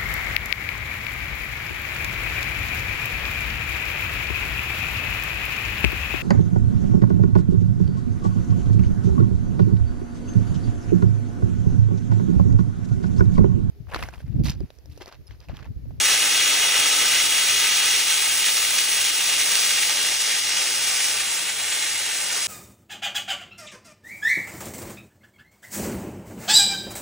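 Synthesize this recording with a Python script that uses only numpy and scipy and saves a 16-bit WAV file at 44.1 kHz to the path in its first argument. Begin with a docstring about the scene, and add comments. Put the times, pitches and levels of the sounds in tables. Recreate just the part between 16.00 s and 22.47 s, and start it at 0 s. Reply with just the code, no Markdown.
"""Air carbon arc gouging on a steel plate in a workshop, a few steps from a pair of microphones.
From the start the hall rumbles, bursts of melt crackle in arc, groove and spray, and noise makes the air's roar.
Gusts swell the noisy roar, mostly early. A droning motor and the rectifier's ripple hum, both sine tones, also
swell early, the drone again later. Small spits run throughout; after a second loud snaps join in, clicks with a
fizz. The melt is coarsest in mid cut; then the arc eases and the groove's air is choked for a second as smoke rises."""
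import sys
import numpy as np
from scipy import signal
from scipy.fft import rfft, irfft, next_fast_len
from scipy.io import wavfile

SR = 44100
rng = np.random.default_rng(int(sys.argv[2]) if len(sys.argv) > 2 else 0)


def wav_record(signal):
    """Record a signal, one row per channel, as 16-bit PCM in the file named by sys.argv[1]."""
    frames = np.transpose(np.atleast_2d(signal))
    bounded = np.clip(frames, -1, 1)
    # unit amplitude maps onto the largest positive 16-bit level
    quanta = np.round(bounded * 32767).astype(np.int16)
    wavfile.write(sys.argv[1], SR, quanta)


N = 285327
TIME = np.arange(N) / SR
SIZE = next_fast_len(N + SR)
HZ = np.maximum(np.arange(SIZE // 2 + 1) * SR / SIZE, 1)

# Source levels are before the trims in scene(); each source spectrum is a shape, scaled to unit rms.
# how hard the arc burns, easing as the cut goes on: t/s, level/dB
BURN = [(0.0, -18.5), (1.2, -19.5), (1.32, -20), (1.65, -19.5), (1.95, -20), (2.2, -22.5), (3.1, -22.5),
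        (3.4, -22), (3.75, -23), (4.15, -23), (4.7, -25), (5.1, -25), (5.55, -27.5), (5.85, -26.5),
        (6.2, -27), (6.47, -28)]
# the arc flares as it bites into fresh steel: t/s, rise/dB, length/s
FLARES = [(.115, 2, 0.11), (.36, 1.5, .03), (.407, 1.5, .03), (.762, 1.5, .052), (1.16, 1.7, .07),
          (1.212, 2.5, .025), (1.636, 2, 0.049), (2.122, 3.5, .04), (2.465, 3.3, 0.12), (2.578, 1, .035),
          (2.635, 0.5, .04), (2.71, 1.7, 0.03), (2.786, 2.5, .02), (3.405, 2.5, .028), (3.53, 2.5, 0.049),
          (3.594, 3, .018), (3.628, 2, .018), (3.666, 2.5, .02), (3.712, 6.5, 0.016), (3.785, 4.5, .025),
          (3.83, 4, .02), (4.07, 1, .025), (4.324, 1, .15), (4.618, 3, .02), (5.198, 3, .045),
          (5.494, 3.5, .04), (5.723, 3.5, .03), (5.84, 1.3, 0.15), (6.11, 0, .1)]
# the arc falters as its gap widens: t/s, change/dB, length/s
FALTERS = [(.02, -1.5, 0.049), (.185, -0.5, .03), (.305, -3, 0.049), (.694, -1.5, .045), (1.095, -2.5, .03),
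           (1.283, -3.5, .055), (1.471, -1.5, .03), (2.043, -2.5, .065), (2.36, -1.5, .06),
           (2.536, -4.5, 0.058), (2.848, -2.5, .065), (3.151, -1.5, .065), (3.454, -2, 0.092),
           (3.94, -2.5, .04), (4.099, -2.5, 0.031), (4.177, -4, .065), (4.422, -3.5, 0.078),
           (4.723, -1.5, 0.11), (5.356, -3, 0.05), (5.444, -2.5, .045), (5.545, -3, .07), (5.66, -1, .03),
           (5.974, -1, .03), (6.24, -2, 0.13)]
# how coarsely the melt sputters, most in mid cut: t/s, factor on the share of bursts/1
COARSENESS = [(0, 0.77), (1.5, 0.97), (2.6, 1.27), (3.6, 1.33), (4.4, 1.05), (5.2, 1.03), (6.47, 0.9)]
# the jet, choked for a second as smoke rises: t/s, level of air rushing in the groove/dB, level of spray hiss/dB
JET = [(0, -21, -23.5), (.25, -25, -26), (1.9, -25, -26.5), (2.2, -28.5, -27), (2.36, -31, -27.5),
       (2.46, -28, -27), (3.1, -28.5, -28), (3.55, -27, -27), (4.0, -28.5, -29.5), (4.36, -29, -28.5),
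       (4.41, -30, -31), (4.5, -27.5, -30.5), (4.65, -30, -30), (5.03, -27.5, -27.5), (5.25, -39, -31),
       (5.33, -32, -29.5), (5.5, -51, -33), (5.55, -44, -33), (5.63, -43, -30.5), (5.85, -38, -31),
       (6.05, -39, -32.5), (6.2, -38, -31.5), (6.28, -34, -31), (6.34, -33, -30), (6.47, -38, -31.5)]
# top treble of the spray, relative: t/s, level/dB
FINENESS = [(0, -6), (1.5, -4.5), (2.5, -2.5), (3.0, -4), (3.8, -4.5), (4.4, -8), (5.0, -6.5), (5.6, -8),
            (6.47, -8)]
# roar of the air stream: t/s, level/dB
ROAR = [(0, -35.5), (1.2, -37.5), (1.3, -38.5), (1.95, -38.5), (2.1, -41), (2.8, -39.5), (3.1, -41.5),
        (3.45, -39.5), (3.65, -39.5), (4.15, -41), (4.35, -41), (5.0, -41), (5.5, -41.5), (5.8, -42),
        (6.15, -42.5), (6.33, -40), (6.47, -43)]
# gusts in the air stream: t/s, rise/dB, length/s
GUSTS = [(.12, 1.5, .08), (.62, 2.5, .07), (.76, 1, .04), (1.04, 3.5, .07), (4.59, 2.5, .07)]
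# swells of the motor's drone: t/s, rise/dB, length/s
DRONE_SWELLS = [(.15, 9, .15), (.8, 7, .25), (1.54, 11, .3), (3.02, 6, .14), (3.38, 3, .25), (4.47, 4, .2)]
# hum of the rectifier's ripple: t/s, level/dB
HUM = [(0, -55), (.25, -51.5), (.72, -54.5), (.8, -49), (1.23, -50), (1.3, -58), (1.42, -55.5),
       (1.95, -57.5), (2.15, -64), (3.2, -62), (3.45, -61), (4.1, -59.5), (4.5, -66), (4.95, -60),
       (5.5, -69), (5.85, -66), (6.47, -63)]
# loud snaps of the arc, before the band filter: t/s, level/dB
SNAPS = [(1.0587, -4), (1.1164, -4), (1.214, -5), (1.4866, -4), (1.9904, -4), (2.1147, -2), (2.1246, -3),
         (2.2244, 1), (2.2584, -6), (2.4686, 0), (2.6192, -3), (2.6276, -3), (2.6494, -5), (2.7078, -2),
         (2.7869, -4), (3.0154, -4), (3.3256, -6), (3.408, -4), (3.4158, -4), (3.4668, -3), (3.5087, -6),
         (3.5199, -3), (3.555, 3), (3.5765, -3), (3.5947, -7), (3.6667, -2), (3.7087, -5), (3.7923, -4),
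         (3.8965, 0), (4.0276, -4), (4.05, -4), (4.0595, -5), (4.2214, -5), (4.5746, -6), (4.6174, -10),
         (4.9, -5), (5.0846, -5), (5.5024, -8), (5.5996, -8)]
# colour of the low hall rumble: f/Hz, density/dB per Hz
RUMBLE_SPECTRUM = [(20, -30), (50, -7), (80, -1), (130, -3), (190, 1), (270, -6), (600, -28)]
# colour of the arc: f/Hz, density/dB per Hz
ARC_SPECTRUM = [(150, -50), (500, -28), (1000, -16.5), (1400, -13), (2100, -1.1), (2600, -0.5), (3000, 1.1),
                (4200, -0.84), (5000, -11.5), (5600, -3), (7000, -8), (16000, -29.5)]
# colour of the air in the groove: f/Hz, density/dB per Hz
GROOVE_SPECTRUM = [(500, -69), (3500, -36.5), (4800, 1), (5500, 3), (5900, 2), (6500, 0.5), (7200, -12.5),
                   (9000, -22)]
# colour of the steel spray: f/Hz, density/dB per Hz
SPRAY_SPECTRUM = [(300, -55), (2500, -22), (5000, -7), (7200, -2.5), (8700, 0), (9700, -.7), (11000, -.7),
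                  (12200, -3.5), (13400, -6.5), (15000, -2), (16000, -2)]
# colour of the air stream: f/Hz, density/dB per Hz
STREAM_SPECTRUM = [(15, -50), (30, -29), (50, -14), (90, -12), (160, -5.5), (250, -8), (350, -2.5),
                   (600, 2), (900, 0.5), (1400, 4), (3000, -18.5)]
# peaks and dips from plate, carriage and floor:
# f/Hz, width/Hz, level with short groove/dB, level with long groove/dB, glide over the cut/Hz
SURROUNDINGS = [(434, 39, 5.5, 3, -2), (510, 40, -4.0, -0.5, 11), (660, 42, -4.5, -3.0, -9),
                (820, 290, 2.5, 5, 79), (1006, 100, -5, -7, 30), (1230, 45, 2.0, 4, -40),
                (1313, 130, 5, -1, -35), (1416, 52, -6.5, 3, 19), (1530, 58, 6.5, 5, -18),
                (1687, 62, 3, 7, -87), (1780, 67, -1, -0.5, -54), (1962, 83, -1, 6.5, -163),
                (1988, 71, 5.5, 4, -34), (2152, 47, -2, 6, -26), (2357, 55, 2, 4, -28),
                (2530, 41, 2.5, 0, 5), (2765, 260, 3.0, 2.5, 34), (2925, 77, 2.0, 3, -11),
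                (3101, 106, -3.5, -6, -46), (3330, 200, 3, 2.0, 98), (3710, 93, 2.5, -4, -93),
                (4030, 87, 3, 1.5, 45), (4170, 2100, -3.5, 1.5, 1777), (4552, 202, 5, 2.5, 152),
                (4640, 152, 0.5, -2.5, 224), (4930, 149, -5, 3, -41), (5900, 207, 1.5, -2.5, 126),
                (6280, 130, -4, 3.5, 56), (7112, 301, -0.5, -1, -688), (7192, 112, 0.5, 0, -399),
                (7466, 74, -3.5, 5, 25), (7700, 940, -3.0, -1.0, -256), (9562, 250, -2, 2.5, -305)]
# near reflections that move with the torch: delay/s, delay gained over the cut/s, start gain/1, end gain/1
ECHOES = [(.002421, .00005, .13, -.03), (.00251, .000084, -.1, .04), (.00283, .00005, -.03, -.02),
          (.00315, .00025, .02, .05), (.0128, .0002, .08, .08)]
# microphone pair: f/Hz, left minus right level/dB, coherence/1, left lead/rad
PAIR = [(200, 0, 1, 0), (500, -1.4, .98, 0), (900, -3.6, .95, 0), (1400, -1.8, .95, .1),
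        (2100, -2.4, .93, .15), (2700, 1.2, .85, .7), (3200, 3.3, .68, .15), (4200, 2.6, .8, -.5),
        (4700, 1, .6, -1.2), (5030, 3, .25, -2.4), (5250, 1, .55, -.25), (5700, 0, .97, -.05),
        (6700, 0, .96, -.15), (7300, 0, .85, -.7), (10800, 0, .88, -2.45), (11900, 0, .97, -3.05),
        (13700, 0, .97, -3.2), (15300, 0, .84, -4.2)]

GROOVE_FLARES, SPRAY_FLARES, ROAR_FALTERS = 0.4, 0.21, 0.55  # share of a flare or falter each part takes up
BODY_HZ, BODY_LOSS_DB = 2150, 7  # the arc's lower body: upper edge, and loss per unit of coarseness above 1
MAINS_HZ, MOTOR_HZ, FAN_HZ = 49.95, 97.17, 335.5
THROB_S = 3.03  # where the tones nearly align in phase, so that motor and mains hum swell together
WANDER_HZ = 14
HUM_BLUR = .3  # how much a coarse melt roughens the hum
SNAP_S, SNAP_FIZZ = 0.00062, 0.63  # fizz after a snap: decay time in s, and factor on its size
FLARE_SPITS = 2.5  # dB more spits a second for each dB of flare
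FLURRY_HZ, FLURRY_DB = 69.8, 7.5  # how fast and how far the rate of spits swings
SHOP_T60_S = 0.76
CUTOFF_HZ = 15750


def from_db(db):
    """Decibels to gain."""
    return 10 ** (np.asarray(db) / 20)


def rms_one(x):
    """Scale to unit rms."""
    return x / np.sqrt(np.mean(x ** 2) + 1e-20)


def in_time(rows):
    """Each column of a curve at every sample."""
    s, *columns = np.transpose(rows)
    return [np.interp(TIME, s, c) for c in columns]


def in_frequency(rows):
    """Each column of a spectrum at every frequency, interpolated over log frequency."""
    hz, *columns = np.transpose(rows)
    return [np.interp(np.log(HZ), np.log(hz), c) for c in columns]


def filtered(x, response):
    """Pass a signal through a frequency response."""
    return irfft(rfft(x, SIZE) * response, SIZE)[..., :N]


def causal(db):
    """Minimum-phase response for a gain curve: it rings only after the cause."""
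    cepstrum = irfft(np.log(from_db(db)), SIZE)
    cepstrum[1:SIZE // 2] *= 2
    cepstrum[SIZE // 2 + 1:] = 0
    return np.exp(rfft(cepstrum))


def drift(rate):
    """Slow chance with spread 1."""
    return rms_one(filtered(rng.standard_normal(SIZE), 1 / (1 + (HZ / rate) ** 2)))


def wander(depth_db):
    """A level wavers at random several times a second."""
    return depth_db * drift(WANDER_HZ)


def swells_db(rows):
    """Each swell is a smooth rise and fall of level, down to a sixth of its dB at the ends of its length."""
    return sum(db * np.exp(-np.pi * (1.5 * (TIME - s) / length) ** 2) for s, db, length in rows)


def tone(hz, waver):
    """A slightly unsteady hum line; rms about 1."""
    phase = 2 * np.pi * hz * (TIME - THROB_S) + waver * drift(2.6)
    return np.sqrt(2) * np.sin(phase)


def voice(bursts, grain, spectrum, flutter_db):
    """Turbulence with a share of bursts, in the colour of its source; rms 1."""
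    grain = np.clip(grain, 0, 1)
    drive = np.sqrt(grain) * bursts + np.sqrt(1 - grain) * rng.standard_normal(N)
    drive = drive * from_db(flutter_db * drift(59))
    return rms_one(filtered(drive, causal(in_frequency(spectrum)[0])))


def shop_rumble(level_db):
    """A low rumble of the hall's machinery, in which the hums are half buried."""
    return from_db(level_db) * voice(0, 0, RUMBLE_SPECTRUM, flutter_db=1)


def sputter(per_s, spread_db, clump_db):
    """Tiny bursts of the melt: random clicks in short flurries, mostly small, a few large."""
    size_db = spread_db * np.minimum(rng.exponential(1, N), 5) + clump_db * drift(150)
    hits = rng.random(N) < per_s / SR
    return rms_one(hits * from_db(size_db) * rng.choice([-1, 1], N))


def arc_power(ripple, imbalance, unrest_db):
    """A three-phase rectifier ripples six times a mains cycle, unequal phases twice; the arc also wanders."""
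    turn = 2 * np.pi * MAINS_HZ * TIME
    six, two, four = np.cos(6 * turn), np.cos(2 * turn), np.sin(4 * turn)
    power = 1 + ripple * six + imbalance * (two + .5 * four)
    return power * from_db(unrest_db * drift(22))


def gouge(arc_trim_db, groove_trim_db, spray_trim_db):
    """The same bursts crackle in the arc, the groove and the spray; all flare and pulse with the arc's power."""
    burn_db, = in_time(BURN)
    groove_db, spray_db = in_time(JET)
    flare = swells_db(FLARES) + swells_db(FALTERS)
    coarse, = in_time(COARSENESS)
    bursts = sputter(per_s=3000, spread_db=2.5, clump_db=2.0)

    arc_db = burn_db + arc_trim_db + flare + wander(depth_db=-0.1)
    arc = from_db(arc_db) * voice(bursts, 0.36 * coarse, ARC_SPECTRUM, flutter_db=0.5)
    # a coarse melt thins the arc's lower body
    body = filtered(arc, 1 / (1 + (HZ / BODY_HZ) ** 8))
    arc = arc + (from_db(BODY_LOSS_DB * (1 - coarse)) - 1) * body

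    groove_db = groove_db + groove_trim_db + GROOVE_FLARES * flare + wander(depth_db=0.9)
    groove = from_db(groove_db) * voice(bursts, 0.65 * coarse, GROOVE_SPECTRUM, flutter_db=0.6)

    spray_db = spray_db + spray_trim_db + SPRAY_FLARES * flare + wander(depth_db=0.47)
    spray = from_db(spray_db) * voice(bursts, 0.16 * coarse, SPRAY_SPECTRUM, flutter_db=0.88)
    finest = filtered(spray, 1 / (1 + (11000 / HZ) ** 8))
    spray = spray + (from_db(in_time(FINENESS)[0]) - 1) * finest
    return (arc + groove + spray) * arc_power(ripple=0.065, imbalance=0.029, unrest_db=0.29)


def air_roar(waver_db):
    """Large eddies of the air stream; they come in gusts and sag when the arc falters."""
    level_db = in_time(ROAR)[0] + swells_db(GUSTS) + ROAR_FALTERS * swells_db(FALTERS) + wander(waver_db)
    return from_db(level_db) * voice(0, 0, STREAM_SPECTRUM, flutter_db=0.24)


def machines(motor_db, transformer_db, overtone_db, fan_db):
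    """A motor runs just below the transformer's hum, so the two throb together; a faint fan tone lies above."""
    motor_level_db = motor_db + swells_db(DRONE_SWELLS) + wander(depth_db=2)
    motor = from_db(motor_level_db) * tone(MOTOR_HZ, waver=0.19)
    transformer = from_db(transformer_db) * tone(2 * MAINS_HZ, waver=0.11)
    overtone = from_db(overtone_db) * tone(4 * MAINS_HZ, waver=0.18)
    fan = from_db(fan_db) * tone(FAN_HZ, waver=0.34)
    return motor + transformer + overtone + fan


def ripple_hum(waver_db):
    """The rectifier's ripple hums at six times the mains rate; it swells early, then blurs and sinks into the roar."""
    blur = 1 + HUM_BLUR * in_time(COARSENESS)[0] ** 2 * drift(15)
    level_db = in_time(HUM)[0] + wander(waver_db)
    return from_db(level_db) * blur * tone(6 * MAINS_HZ, waver=0.33)


def snaps(level_db, per_s, spit_db, spread_db):
    """Single large drops short the arc and crack; smaller ones spit in flurries, more in a coarse melt or a flare."""
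    rate_db = FLURRY_DB * drift(FLURRY_HZ) + FLARE_SPITS * swells_db(FLARES)
    rate = per_s * in_time(COARSENESS)[0] ** 3 * from_db(rate_db)
    spits = (rng.random(N) < rate / SR) * rng.choice([-1, 1], N)
    clicks = spits * from_db(in_time(BURN)[0] + spit_db + spread_db * rng.uniform(-1, 1, N))
    for s, db in SNAPS:
        clicks[int(s * SR)] = -from_db(db + level_db)
    # the clicks' energy fades and sets the size of the fizz
    fade = np.exp(-2 / (SNAP_S * SR))
    energy = signal.lfilter([1 - fade], [1, -fade], clicks ** 2 + 1e-18)
    fizz = np.sqrt(energy) * rng.standard_normal(N)
    band = signal.butter(2, [1700, 11000], "band", fs=SR, output="sos")
    return signal.sosfilt(band, clicks + SNAP_FIZZ * fizz)


def bells(rows):
    """Gain in dB of a set of resonances and dips."""
    return sum(db / (1 + (2 * (HZ - hz) / width) ** 2) for hz, width, db in rows)


def along_the_plate(x, count=5):
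    """As the carriage lengthens the groove, near echoes shift and the peaks and dips that colour the torch glide."""
    travel, out = TIME / TIME[-1], 0
    x = x + sum((first + (last - first) * travel) * np.interp(TIME - delay - gained * travel, TIME, x, left=0)
                for delay, gained, first, last in ECHOES)
    # crossfade between fixed colours at evenly spaced places
    for place in np.linspace(0, 1, count):
        colour = bells([(hz + glide * place, width, short + (long - short) * place)
                        for hz, width, short, long, glide in SURROUNDINGS])
        nearness = np.maximum(1 - np.abs(travel - place) * (count - 1), 0)
        out = out + nearness * filtered(x, causal(colour))
    return out


def shop_tail():
    """Response of one diffuse decay of the hall, with unit energy."""
    t = TIME[:SR]
    tail = rng.standard_normal(SR) * from_db(-60 * t / SHOP_T60_S) * (t > .004)
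    return rfft(tail / np.sqrt(np.sum(tail ** 2)), SIZE)


def at_microphones(x, hall_db):
    """Both microphones share direct sound, near echoes and a tail, apart in phase; each adds its own diffuse sound."""
    balance_db, alike, lead = in_frequency(PAIR)
    alike = np.clip(alike, 0, 1)
    side = np.array([[.5], [-.5]])  # left, right
    shared = (1 + from_db(hall_db) * shop_tail()) / np.hypot(1, from_db(hall_db))
    own = np.array([shop_tail(), shop_tail()])
    pair = np.sqrt(alike) * shared * np.exp(1j * side * lead) + np.sqrt(1 - alike) * own
    return filtered(x, pair * from_db(side * balance_db))


def scene():
    """The gouging in its hall, a few steps off, over hums and rumble that are equal in both microphones."""
    torch = gouge(arc_trim_db=-2.5, groove_trim_db=-0.5, spray_trim_db=8.5)
    torch = torch + air_roar(waver_db=0.94)
    torch = torch + snaps(level_db=4.5, per_s=130, spit_db=12.0, spread_db=2)
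    hums = machines(motor_db=-66.0, transformer_db=-65.5, overtone_db=-67.5, fan_db=-61.5)
    hums = hums + ripple_hum(waver_db=0.2)
    return at_microphones(along_the_plate(torch), hall_db=-13.5) + hums + shop_rumble(level_db=-64)


def record(dry):
    """The top is cut steeply, over 100 Hz."""
    return filtered(dry, np.clip((CUTOFF_HZ - HZ) / 100 + .5, 0, 1))


dry = scene()
out = record(dry)
wav_record(out)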